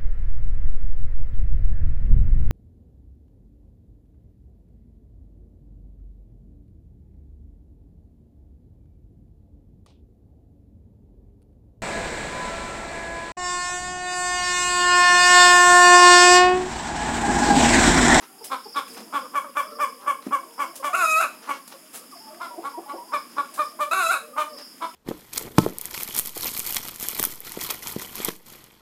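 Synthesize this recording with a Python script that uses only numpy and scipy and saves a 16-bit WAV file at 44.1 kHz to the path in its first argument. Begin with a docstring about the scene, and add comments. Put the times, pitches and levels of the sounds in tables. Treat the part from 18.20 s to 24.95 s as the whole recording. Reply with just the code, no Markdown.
"""Near hens cackle: a run of short clucks that twice breaks into a squawk.
Each call is syrinx membrane pulses and breath noise, shaped by throat and beak.
Neighbours answer with soft whines, murmurs and low clucks; claws, beaks and feathers scuff,
tap and brush the bamboo cages. Small birds twitter, far hens mutter.
The sheet-roofed shed adds a short echo over a steady background hiss."""
import sys
import numpy as np
from scipy import signal
from scipy.fft import rfft, irfft
from scipy.io import wavfile
from scipy.ndimage import uniform_filter1d, map_coordinates

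SR = 44100
rng = np.random.default_rng(int(sys.argv[2]) if len(sys.argv) > 2 else 0)


def int16_out(signal):
    """Quantize to a 16-bit WAV file."""
    q = np.round(np.clip(np.atleast_2d(signal).T, -1, 1) * 32767)
    wavfile.write(sys.argv[1], SR, q.astype(np.int16))


N = 297675

# near clucks: (time [s], length [s], pitch [Hz], final sag [share of pitch], hoarseness [0 = clear],
# level [dB], throat resonance [Hz], beak treble [dB], beak resonance [Hz], its gain [dB])
NEAR_CLUCKS = [(0.295, 0.054, 520.8, 0.08, 1.07, -27.5, 1104, 4, 3580, 7.5),
               (0.539, 0.062, 559.6, 0.089, 0.85, -26.5, 1146, 7, 3500, 8),
               (0.919, .067, 568.6, 0.095, 0.93, -26, 1140, 4, 3300, 9),
               (1.133, 0.06, 573.5, 0.1, 0.47, -24, 1140, 5.5, 3400, 7.5),
               (1.348, 0.064, 574, 0.12, 0.42, -23, 1150, 6.5, 3500, 8),
               (1.583, 0.068, 580.7, 0.12, 0.28, -22, 1147, 5.5, 3370, 3),
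               (1.855, .062, 561.5, 0.073, 0.35, -22.5, 1114, 4.5, 3160, 4.5),
               (2.105, 0.06, 558.7, 0.087, 0.33, -23, 1120, 2, 3100, 7.5),
               (2.376, 0.069, 561.6, 0.11, 0.73, -26.5, 1100, 7.5, 3080, 4.5),
               (2.623, .06, 576.7, 0.07, 0.34, -25, 1084, 8.5, 3430, 4.5),
               (3.27, 0.058, 561, 0.061, 0.8, -27.5, 1065, 6.5, 2670, 4.5),
               (4.193, 0.072, 679, 0.012, 0.5, -33.5, 1087, 1.5, 3340, 2),
               (4.428, 0.054, 555, 0.036, 0.98, -31.5, 1070, 1.5, 2400, -1),
               (4.671, 0.057, 562, .018, 0.8, -37, 1040, -0.5, 2926, 11),
               (4.916, 0.053, 584.8, 0.082, 0.37, -24, 1140, 1, 2430, 4.5),
               (5.161, 0.051, 557.6, 0.042, 0.7, -25, 1150, -4.5, 3730, 6.5),
               (5.372, 0.055, 594, 0.078, 0.13, -21.5, 1160, -3.5, 3950, 6.5),
               (5.587, 0.055, 591.3, 0.029, 0.1, -22.5, 1097, 4, 3550, 3),
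               (6.158, 0.075, 597, 0.038, 0.5, -23.5, 1090, 4.5, 2780, 7),
               (6.601, 0.058, 652, 0.056, 1.17, -29.5, 1080, 0, 3470, 12.5)]
# throat response, beak nearly shut: (frequency [Hz], gain [dB])
THROAT_SHUT = [(90, -40), (280, -5), (570, -9), (780, -7.5), (1130, 7.5), (1400, 0), (1720, -11.5),
               (1980, -21.5), (2320, -11), (2750, -27.5), (3350, -26), (4000, -39), (4700, -38.5),
               (10500, -33.5), (15500, -41)]
# squawks: (time [s], rasp length [s], break time [s], held pitch [Hz], held roughness [0-1])
NEAR_SQUAWKS = [(2.726, .105, 3.009, 631.3, .08), (5.71, .122, 5.914, 647.6, .13)]
# one course per squawk: (time [s], relative level [dB], mouth resonance [dB], beak treble [dB])
SQUAWK_COURSES = [
    [(2.726, -40, -4, 2), (2.736, -19, -14, -6), (2.75, -16, 8, -6), (2.757, -24, 6, 3),
     (2.785, -26.5, -3, 3), (2.81, -20, 3, -1.5), (2.845, -16.5, -6.5, -4), (2.862, -25.5, 5, 5.5),
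     (2.905, -22.5, 6.5, 7.5), (2.953, -20.5, 4.5, 4.5), (2.966, -18.5, -16, 0.5), (2.984, -15.5, -2, -3),
     (2.999, -21.5, 1, -3), (3.008, -19, -11, -4), (3.016, -25.5, 1, 5), (3.028, -20, 10.5, -1),
     (3.044, -21.5, 3.5, 0.5), (3.056, -25, -12, -14)],
    [(5.708, -23, -7, 6), (5.72, -22.5, 1.5, -2), (5.732, -17.5, -10, -3), (5.74, -26.5, 5.5, 2),
     (5.808, -20.5, -3, -4), (5.852, -22.5, -5, 4), (5.87, -17.5, 4, -3), (5.886, -26, -7, 6),
     (5.908, -16, -14, -8), (5.918, -22, 5.5, 2.5), (5.935, -25.5, 4, 4), (5.97, -30, -5, -4),
     (5.98, -38, 0, 0)],
]
# throat response, beak wide open: (frequency [Hz], gain [dB])
THROAT_OPEN = [(60, -50), (150, -43), (370, -4), (680, -6), (900, -2.5), (1100, 6), (1300, 9), (1550, 4),
               (1950, -16.5), (2560, 2), (3100, -30.5), (3900, -13.5), (4500, -25.5), (5050, -19.5),
               (5800, -28.5), (6500, -14.5), (8300, -19), (11000, -15.5), (13400, -22), (15000, -32)]
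# slow rise and fall of the 4 kHz band on the near clucks and squawks: (time [s], gain [dB])
BAND_4KHZ_GAINS = [(.3, 12.5), (.9, 5.5), (1.45, -11), (2.6, -0.5), (2.85, 0), (3.3, 3), (4.2, 13),
                   (5.2, 9.5), (5.85, 6), (6.6, 9)]
# neighbours' thin whines: (time [s], length [s], pitch [Hz], glide [share of pitch], level [dB])
NEIGHBOUR_WHINES = [(.01, 0.092, 1318, 0.077, -60.5), (.86, .06, 970, 0.042, -63),
                    (1.51, 0.034, 1307, -0.028, -52), (3.917, 0.027, 1158, -0.28, -50.5),
                    (3.95, 0.029, 695, 0.028, -55), (3.999, 0.11, 886, 0.02, -52),
                    (4.301, 0.047, 963, -0.016, -41.5), (4.532, 0.064, 946, 0.021, -42),
                    (4.654, 0.092, 840, 0.031, -46), (4.772, 0.063, 950, 0.02, -43.5),
                    (4.882, 0.053, 992, -0.13, -49), (6.125, 0.041, 1234, .02, -52)]
# their sagging murmurs: (time [s], length [s], pitch [Hz], glide [share of pitch], level [dB])
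NEIGHBOUR_MURMURS = [(1.02, 0.048, 506, -0.061, -49.5), (1.239, 0.065, 558, -0.075, -48.5),
                     (1.49, .09, 563.6, -0.055, -50.5), (2.592, 0.024, 542, -0.031, -47.5),
                     (2.68, 0.049, 727, -0.026, -43), (3.533, 0.027, 550, -0.034, -52),
                     (4.745, 0.025, 524, -0.072, -45), (5.652, 0.038, 613, -.05, -43.5),
                     (6.015, 0.13, 580, -0.12, -52), (6.267, 0.1, 570, -0.18, -47.5)]
# their hoarse answers: (time [s], length [s], pitch [Hz], level [dB])
NEIGHBOUR_ANSWERS = [(1.021, 0.039, 589, -43), (1.223, 0.034, 610, -40), (1.812, 0.043, 534, -47)]
# their low clucks: (time [s], pitch [Hz], glide [share of pitch], level [dB])
NEIGHBOUR_CLUCKS = [(0.204, 462, -0.2, -48), (0.45, 419, -0.05, -48.5), (4.373, 327, 0.2, -41.5),
                    (4.571, 337, 0.31, -39), (4.729, 323, 0.55, -43)]
# dull cage bumps: (time [s], level [dB], ring [Hz], t60 [s])
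CAGE_BUMPS = [(0.783, -44, 218, 0.32), (2.063, -25, 243, 0.0076), (3.191, -56, 243.6, 0.059)]
# claw and feather scuffs: (time [s], level [dB], rise [s], t60 [s])
CAGE_SCUFFS = [(.241, -33.5, 0.0018, 0.17), (0.673, -46, 0.0066, 0.47), (0.728, -45.5, 0.009, 0.19),
               (2.553, -36.5, 0.0045, 0.14), (3.476, -38, 0.002, 0.064), (3.725, -35.5, 0.032, 0.18),
               (3.911, -45, 0.0042, 0.076), (5.337, -40.5, 0.0033, 0.54)]
# scuff spectrum: (frequency [Hz], relative level [dB])
SCUFF_SPECTRUM = [(200, 3), (600, 9), (1500, 1.5), (3500, 4), (6500, 5.5), (10500, 12), (13000, 5.5),
                  (15500, 2.5)]
# feathers on slats: (time [s], length [s], level [dB])
FEATHER_RUSTLES = [(.002, 0.052, -43.5), (0.656, 0.055, -59), (0.754, 0.06, -44), (1.493, 0.044, -55),
                   (1.796, 0.045, -52), (2.009, 0.073, -50.5), (3.213, 0.17, -46.5), (3.507, 0.027, -42.5),
                   (3.725, 0.032, -46), (5.076, 0.084, -56), (6.372, 0.041, -43)]
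# rustle spectrum: (frequency [Hz], relative level [dB])
RUSTLE_SPECTRUM = [(120, -40), (260, 4), (600, -4), (1150, 3.5), (2200, -6.5), (6000, -9.5), (15000, -46)]
# pecks at bamboo: (time [s], ring [Hz], level [dB])
BAMBOO_PECKS = [(.679, 2650, -52), (0.746, 2330, -52.5), (0.775, 1000, -47), (0.804, 900, -49),
                (3.503, 800, -56), (3.524, 1490, -55), (4.145, 1910, -57), (5.117, 1420, -55),
                (5.361, 1600, -56), (6.385, 1030, -49.5)]
# nearer small birds' bouts: (time [s], length [s], level before distance loss [dB])
TWITTER_BOUTS = [(0.177, 0.21, -47), (0.385, 0.24, -43), (0.647, 0.21, -46.5), (0.865, 0.29, -52),
                 (1.379, 0.38, -48), (2.328, 0.21, -50), (3.898, 0.23, -48), (4.167, 0.16, -50.5),
                 (4.489, 0.067, -51), (4.713, 0.078, -51.5), (4.875, 0.18, -46.5), (5.11, 0.15, -53),
                 (5.407, 0.11, -46), (6.278, 0.27, -43.5), (6.597, 0.12, -49.5)]
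# far flock's swell: (time [s], gain [dB])
FLOCK_GAINS = [(0, -3.5), (.8, -6), (1.502, 0.5), (2.05, -9.5), (2.3, -5), (3.3, -10.5), (3.8, -8.5),
               (4.4, 0), (5.3, -11), (6.1, -2.5), (6.7, 0.5)]
# steady background hiss, narrow dips near 4.2 and 6 kHz: (frequency [Hz], relative level [dB])
BACKGROUND_SPECTRUM = [(40, -53), (110, -17), (250, 6), (450, -7.5), (800, -11), (1130, -7), (1820, -12),
                       (3300, -13), (4200, -24), (5050, -4.5), (5950, -22), (6700, -11), (8100, -16),
                       (10000, -6), (15500, -16.5)]
# early echoes off cages and roof: (delay [s], gain [dB])
EARLY_ECHOES = [(.0063, -16.5), (0.015, -8.5), (.024, -16.5), (.041, -15.5)]


def cluck(length_s, hz, sag, hoarseness, db, throat_hz, treble_db, beak_hz=3400, beak_db=0):
    """The voice starts hoarse and low, clears, arches over its top pitch and sags away."""
    swell_s, throat_rest_hz = .02476, 1141
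    t = clock(length_s + .06)
    along = t / length_s
    rise = np.clip(swell_s / length_s, .15, .6)
    scoop = np.maximum(1 - along / rise, 0)
    fall = np.clip((along - rise) / (1 - rise), 0, 1.3)
    arch = (1.02417 - .2384 * scoop ** 2 - sag * fall ** 1.68) * (1 + .0084 * wander(len(t), 63.2))
    catch = np.interp(along, [0, .8 * rise, 1.2 * rise, .85, 1.1], [.7, .45, -.16, -.14, .1])
    hoarse = np.clip(hoarseness + catch, .05, 1.2)
    source = syrinx(hz * arch ** .5, np.minimum(hoarse, 1), .05 + .55 * hoarse,
                    jitter=.055, shimmer=.5, breath=.27, rasp=.55, rolloff_hz=5000, flutter_db=3)
    effort_db = np.interp(along, [0, .2 * rise, .62 * rise, .92 * rise, .7, .9, 1.1, 1.45],
                          [-28, -11, -6, 4.5, 2.5, 1, -14, -39])
    throat = [(f * throat_hz / throat_rest_hz, gain) for f, gain in THROAT_SHUT]
    voice = resonate(colour(source * undb(effort_db), throat), beak_hz, beak_db)
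    # neck stretch: the other half of the arch bends pitch and resonances together
    voice = map_coordinates(voice, [np.cumsum(arch ** .5)], order=3)
    opening = np.interp(along, [0, .55, 1, 1.3], [.3, 1, 1.1, 2])
    voice = beak(voice, undb(treble_db) * opening)
    return undb(db) * voice / np.sqrt(np.mean(voice[along < 1] ** 2))


def squawk(start_s, rasp_s, break_at_s, held_hz, held_rough, course):
    """Open-beaked cry: a yelp cracks up into a half-pitch rasp, sinks to a held note, then breaks."""
    yelp_s, push_s, collapse_s, fade_s = .029, .018, .043, .0062
    times_s, level_db, mouth_db, treble_db = np.transpose(course)
    t = clock(times_s[-1] - start_s)
    now_s = start_s + t
    since_break_s = now_s - break_at_s
    yelp, broken = t < yelp_s, since_break_s > 0
    rasping = ~yelp * np.cos(np.pi / 2 * np.clip((t - yelp_s) / rasp_s, 0, 1) ** 1.5) ** 2
    # pitch bends, as shares of the held pitch
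    slide = .19 * t / yelp_s - .06
    push = .13 * np.exp(np.minimum(since_break_s, 0) / push_s)
    collapse = .25 - .38 * np.clip(since_break_s / collapse_s, 0, 1)
    bend = np.select([yelp, broken], [slide, collapse], .195 * rasping + push)
    half_pitch = .04 + .15 * yelp + .95 * rasping + .45 * broken
    rough = held_rough + .27 * yelp + .06 * rasping + .25 * rasping ** 20 + .24 * broken
    bend, half_pitch, rough = (uniform_filter1d(c, size=200) for c in (bend, half_pitch, rough))
    wobble = .035 * rough * wander(len(t), 110)
    source = syrinx(held_hz * (1 + bend + wobble), half_pitch, rough, jitter=.034, shimmer=.42,
                    breath=.17, rasp=.16, rolloff_hz=9000, flutter_db=4.5, tremble=.035)
    voice = resonate(colour(source, THROAT_OPEN), hz=2560, db=np.interp(now_s, times_s, mouth_db), q=4)
    voice = beak(voice, undb(np.interp(now_s, times_s, treble_db)), split_hz=3000)
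    voice /= np.sqrt(uniform_filter1d(voice ** 2, size=500) + 1e-12)
    crack_db = 5.5 * rough * wander(len(t), 160)
    fade = np.minimum(np.minimum(t, t[-1] - t) / fade_s, 1)
    return voice * undb(np.interp(now_s, times_s, level_db) - .5 + crack_db) * fade


def syrinx(hz, half_pitch, rough, jitter, shimmer, breath, rasp, rolloff_hz, flutter_db, tremble=0):
    """Membrane pulses, uneven when rough; alternating strong and weak cycles give the half pitch."""
    n = len(hz)
    phase = 2 * np.pi * np.cumsum(hz * (1 + jitter * rough * wander(n, 500))) / SR
    phase += .15 * half_pitch * np.sin(phase / 2)
    phase += tremble * (.5 * wander(n, 1100) + 1.3 * wander(n, 170))
    pulses = np.zeros(n)
    for k in range(1, 23):
        flutter = undb(flutter_db * min((k - 1) / 6, 1) * wander(n, 70))
        pulses += .11 * flutter * np.cos(k * phase) / np.hypot(1, k * hz / rolloff_hz)
    pulses *= (1 + half_pitch * np.cos(phase / 2)) * (1 + shimmer * rough * wander(n, 500))
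    treble = signal.sosfilt(butter(3, 4000, "high"), hiss(n))
    air_gate = 1 + 1.3 * np.cos(phase)  # air passes once a cycle
    return pulses + air_gate * (breath * rough * hiss(n) + rasp * treble)


def beak(voice, treble_gain, split_hz=1850):
    """An open beak lets the treble out."""
    low = signal.sosfiltfilt(butter(3, split_hz), voice)
    return low + treble_gain * (voice - low)


def vary_4khz_band(calls):
    """The 4 kHz band slowly rises and falls."""
    band = signal.sosfiltfilt(butter(2, [3500, 4400], "band"), calls)
    return calls + band * (gain_curve(BAND_4KHZ_GAINS) - 1)


def neighbours():
    """Hens in the next cages whine, murmur, answer and cluck low."""
    out = np.zeros(N)
    for s, *whine in NEIGHBOUR_WHINES:
        add(out, s, soft_note(*whine, octave_db=-30))
    for s, *murmur in NEIGHBOUR_MURMURS:
        add(out, s, soft_note(*murmur, octave_db=-5.5, waver=.015, bend=2.81, fade_db=-1))
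    for s, length_s, hz, db in NEIGHBOUR_ANSWERS:
        add(out, s, cluck(length_s, hz, sag=.049, hoarseness=.95, db=db, throat_hz=1180, treble_db=-17))
    for s, hz, glide, db in NEIGHBOUR_CLUCKS:
        add(out, s, soft_note(.0232, hz, glide, db, octave_db=-1))
    return out


def soft_note(length_s, pitch_hz, glide, db, octave_db, waver=.012, bend=1, fade_db=0):
    """Closed-beak glide of three partials; bend > 1 delays the glide."""
    t = clock(length_s + .077)
    along = np.minimum(t / length_s, 1)
    hz = pitch_hz * (1 + glide * (along ** bend - .5))
    hz *= 1 + waver * (wander(len(t), 257.5) + wander(len(t), 39.8))
    phase = 2 * np.pi * np.cumsum(hz) / SR
    tone = np.sin(phase) + undb(octave_db) * (np.sin(2 * phase) + undb(-17) * np.sin(3 * phase))
    level_db = db + fade_db * along + 2 * wander(len(t), 70)
    return undb(level_db) * unit(tone * swell(t, length_s, rise_s=.014, fall_s=.0039))


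def cages():
    """Birds shifting about: dull bumps, gritty scuffs, soft rustles."""
    out, t = np.zeros(N), clock(.3)
    n = len(t)
    for s, db, hz, t60_s in CAGE_BUMPS:
        ring = colour(hiss(n), [(hz / 2, -30), (hz * .8, -3), (hz * 1.2, 0), (hz * 3, -13),
                                (hz * 16, -36)])
        tone = np.sin(2 * np.pi * np.cumsum(hz * (1 + .65 * np.exp(-t / .0022))) / SR)
        envelope = swell(t, 1, rise_s=.0062, fall_s=.1) * decay(t, t60_s, hold_s=.011)
        add(out, s, undb(db) * (.5 * unit(ring) + tone) * envelope)
    for s, db, rise_s, t60_s in CAGE_SCUFFS:
        grit = unit(colour(hiss(n) * undb(1.7 * wander(n, 579)), SCUFF_SPECTRUM))
        add(out, s, undb(db) * grit * np.minimum(t / rise_s, 1) * decay(t, t60_s, hold_s=rise_s))
    for s, length_s, db in FEATHER_RUSTLES:
        brush = unit(colour(hiss(n) * undb(3.7 * wander(n, 164)), RUSTLE_SPECTRUM))
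        add(out, s, undb(db) * brush * swell(t, length_s, rise_s=.019, fall_s=.07))
    return out


def pecks(faint_count=30):
    """Faint random taps and a few clear pecks."""
    out = np.zeros(N)
    for when, high, loud in rng.random((faint_count, 3)):
        add(out, when * N / SR, tap(hz=900 + 2200 * high, db=-63 + 6 * loud))
    for s, hz, db in BAMBOO_PECKS:
        add(out, s, tap(hz, db))
    return out


def tap(hz, db):
    """One knock of beak or claw on bamboo."""
    t = clock(.03)
    bamboo = [(200, -20), (hz * .37, -12), (hz, 0), (hz * 1.46, -13), (11000, -16), (15500, -22)]
    return undb(db) * unit(colour(hiss(len(t)) * np.exp(-t / .0062), bamboo))


def twitter(length_s, db, birds=3, step_db=-4.5, rate_hz=22.5, top_hz=5700, bottom_hz=4500, duty=.65):
    """Small birds trill quick downward chirps, out of step, no two alike."""
    t, chirps = clock(length_s), 0
    n = len(t)
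    for bird in range(birds):
        offset = bird * rng.random()
        trill_hz = rate_hz * (1 + (.04 + .15 * bird) * wander(n, 30))
        cycle = (offset + np.cumsum(trill_hz) / SR) % 1
        along = np.minimum(cycle / duty, 1)
        hz = top_hz + (bottom_hz - top_hz) * along
        hz *= 1 + .024 * wander(n, 1100) + .012 * wander(n, 60)
        envelope = np.sin(np.pi * along) ** 1.5 * undb(step_db * bird + 2 * wander(n, 23))
        chirps += np.sin(2 * np.pi * np.cumsum(hz) / SR) * envelope
    return undb(db) * unit(chirps * np.sin(np.pi * t / length_s) ** .5)


def far_flock(count=80):
    """Hens down the rows mutter at random."""
    out = np.zeros(N)
    for when, long, high, loud in rng.random((count, 4)):
        mutter = soft_note(length_s=.0817 + .0637 * long, pitch_hz=235 + 390 * high ** 1.6,
                           glide=.3 * (loud - .6), db=-61 + 6 * loud, octave_db=5, waver=.038)
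        add(out, when * N / SR, mutter)
    return out * gain_curve(FLOCK_GAINS)


def shed(x, wet_db, bass_t60_s=.25, treble_t60_s=.35):
    """Early echoes, then a short diffuse tail."""
    t = clock(.6)
    noise = hiss(len(t))
    low = signal.sosfiltfilt(butter(2, 3000), noise)
    tail = low * decay(t, bass_t60_s) + (noise - low) * decay(t, treble_t60_s)
    tail *= np.minimum(t / .031, 1)
    response = undb(wet_db) * tail / np.sqrt(np.sum(tail ** 2))
    response[0] += 1
    for delay_s, db in EARLY_ECHOES:
        response[int(delay_s * SR)] += undb(db)
    return signal.fftconvolve(x, response)[:N]


def background(db=-50, flicker_db=1.3):
    """Steady hiss: octaves below 8 kHz flicker slightly, the top stays smooth."""
    rest = unit(colour(hiss(N), BACKGROUND_SPECTRUM))
    out, common_drift = np.zeros(N), wander(N, 2.91)
    for octave in range(7):
        band = signal.sosfiltfilt(butter(3, 125 * 2 ** octave), rest)
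        out += band * undb(flicker_db * (common_drift + wander(N, 4.5)))
        rest -= band
    return undb(db) * (out + rest)


def colour(x, outline, size=2048):
    """Minimum-phase filter from an outline: (frequency [Hz], gain [dB])."""
    hz, db = np.transpose(outline)
    bins_hz = np.maximum(np.fft.rfftfreq(size, 1 / SR), 1)
    cepstrum = irfft(np.log(undb(np.interp(np.log(bins_hz), np.log(hz), db))))
    cepstrum[1:size // 2] *= 2
    cepstrum[size // 2 + 1:] = 0
    return signal.fftconvolve(x, irfft(np.exp(rfft(cepstrum))))[:len(x)]


def resonate(x, hz, db, q=6):
    """Boost or cut one resonance."""
    return x + (undb(db) - 1) * signal.lfilter(*signal.iirpeak(hz, q, fs=SR), x)


def butter(order, hz, kind="low"):
    """Flat-passband filter sections."""
    return signal.butter(order, hz, kind, fs=SR, output="sos")


def swell(t, length_s, rise_s, fall_s):
    """Rounded onset, hold and release."""
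    onset = np.sin(np.pi / 2 * np.clip(t / rise_s, 0, 1)) ** 2
    return onset * np.sin(np.pi / 2 * np.clip((length_s - t) / fall_s + .5, 0, 1)) ** 2


def decay(t, t60_s, hold_s=0):
    """Hold, then fall 60 dB per t60."""
    return undb(-60 * np.maximum(t - hold_s, 0) / t60_s)


def gain_curve(points):
    """Scene-long gain through (time [s], gain [dB])."""
    return undb(np.interp(np.arange(N) / SR, *np.transpose(points)))


def wander(n, rate_hz):
    """Random values joined by ramps."""
    return np.interp(np.arange(n) * rate_hz / SR, np.arange(8192), rng.standard_normal(8192))


def hiss(n):
    """White noise."""
    return np.random.default_rng(rng.integers(2 ** 31)).standard_normal(n)


def undb(db):
    """Decibels to gain."""
    return 10 ** (np.asarray(db) / 20)


def unit(x):
    """Scale to rms 1."""
    return x / np.sqrt(np.mean(x ** 2) + 1e-18)


def clock(length_s):
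    """Sample times [s]."""
    return np.arange(int(length_s * SR)) / SR


def add(out, start_s, x):
    """Mix x into out."""
    i = int(start_s * SR)
    out[i:i + len(x)] += x[:max(N - i, 0)]


def scene():
    """Near hens, neighbours, cages, small birds and far flock in the shed, over hiss; mono."""
    hens, birds = np.zeros((2, N))
    for s, *call in NEAR_CLUCKS:
        add(hens, s, cluck(*call))
    for cry, course in zip(NEAR_SQUAWKS, SQUAWK_COURSES):
        add(hens, cry[0], squawk(*cry, course))
    add(birds, 0, twitter(N / SR, db=-59, birds=4, step_db=3.5))  # far birds never pause
    for s, length_s, db in TWITTER_BOUTS:
        add(birds, s, twitter(length_s, db))
    near = shed(vary_4khz_band(hens), wet_db=-7) + shed(neighbours(), wet_db=-14)
    near += shed(cages() + pecks(), wet_db=-12)
    distant = undb(-5) * shed(birds, wet_db=-5) + shed(far_flock(), wet_db=6.5)
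    return (near + distant + background())[None]


def record(dry, bass_hz=140, top_hz=15800):
    """The phone thins the bass and cuts the top."""
    thin = signal.sosfilt(butter(2, bass_hz, "high"), dry)
    return signal.sosfilt(signal.ellip(10, .2, 80, top_hz, fs=SR, output="sos"), thin)


dry = scene()
out = record(dry)
int16_out(out)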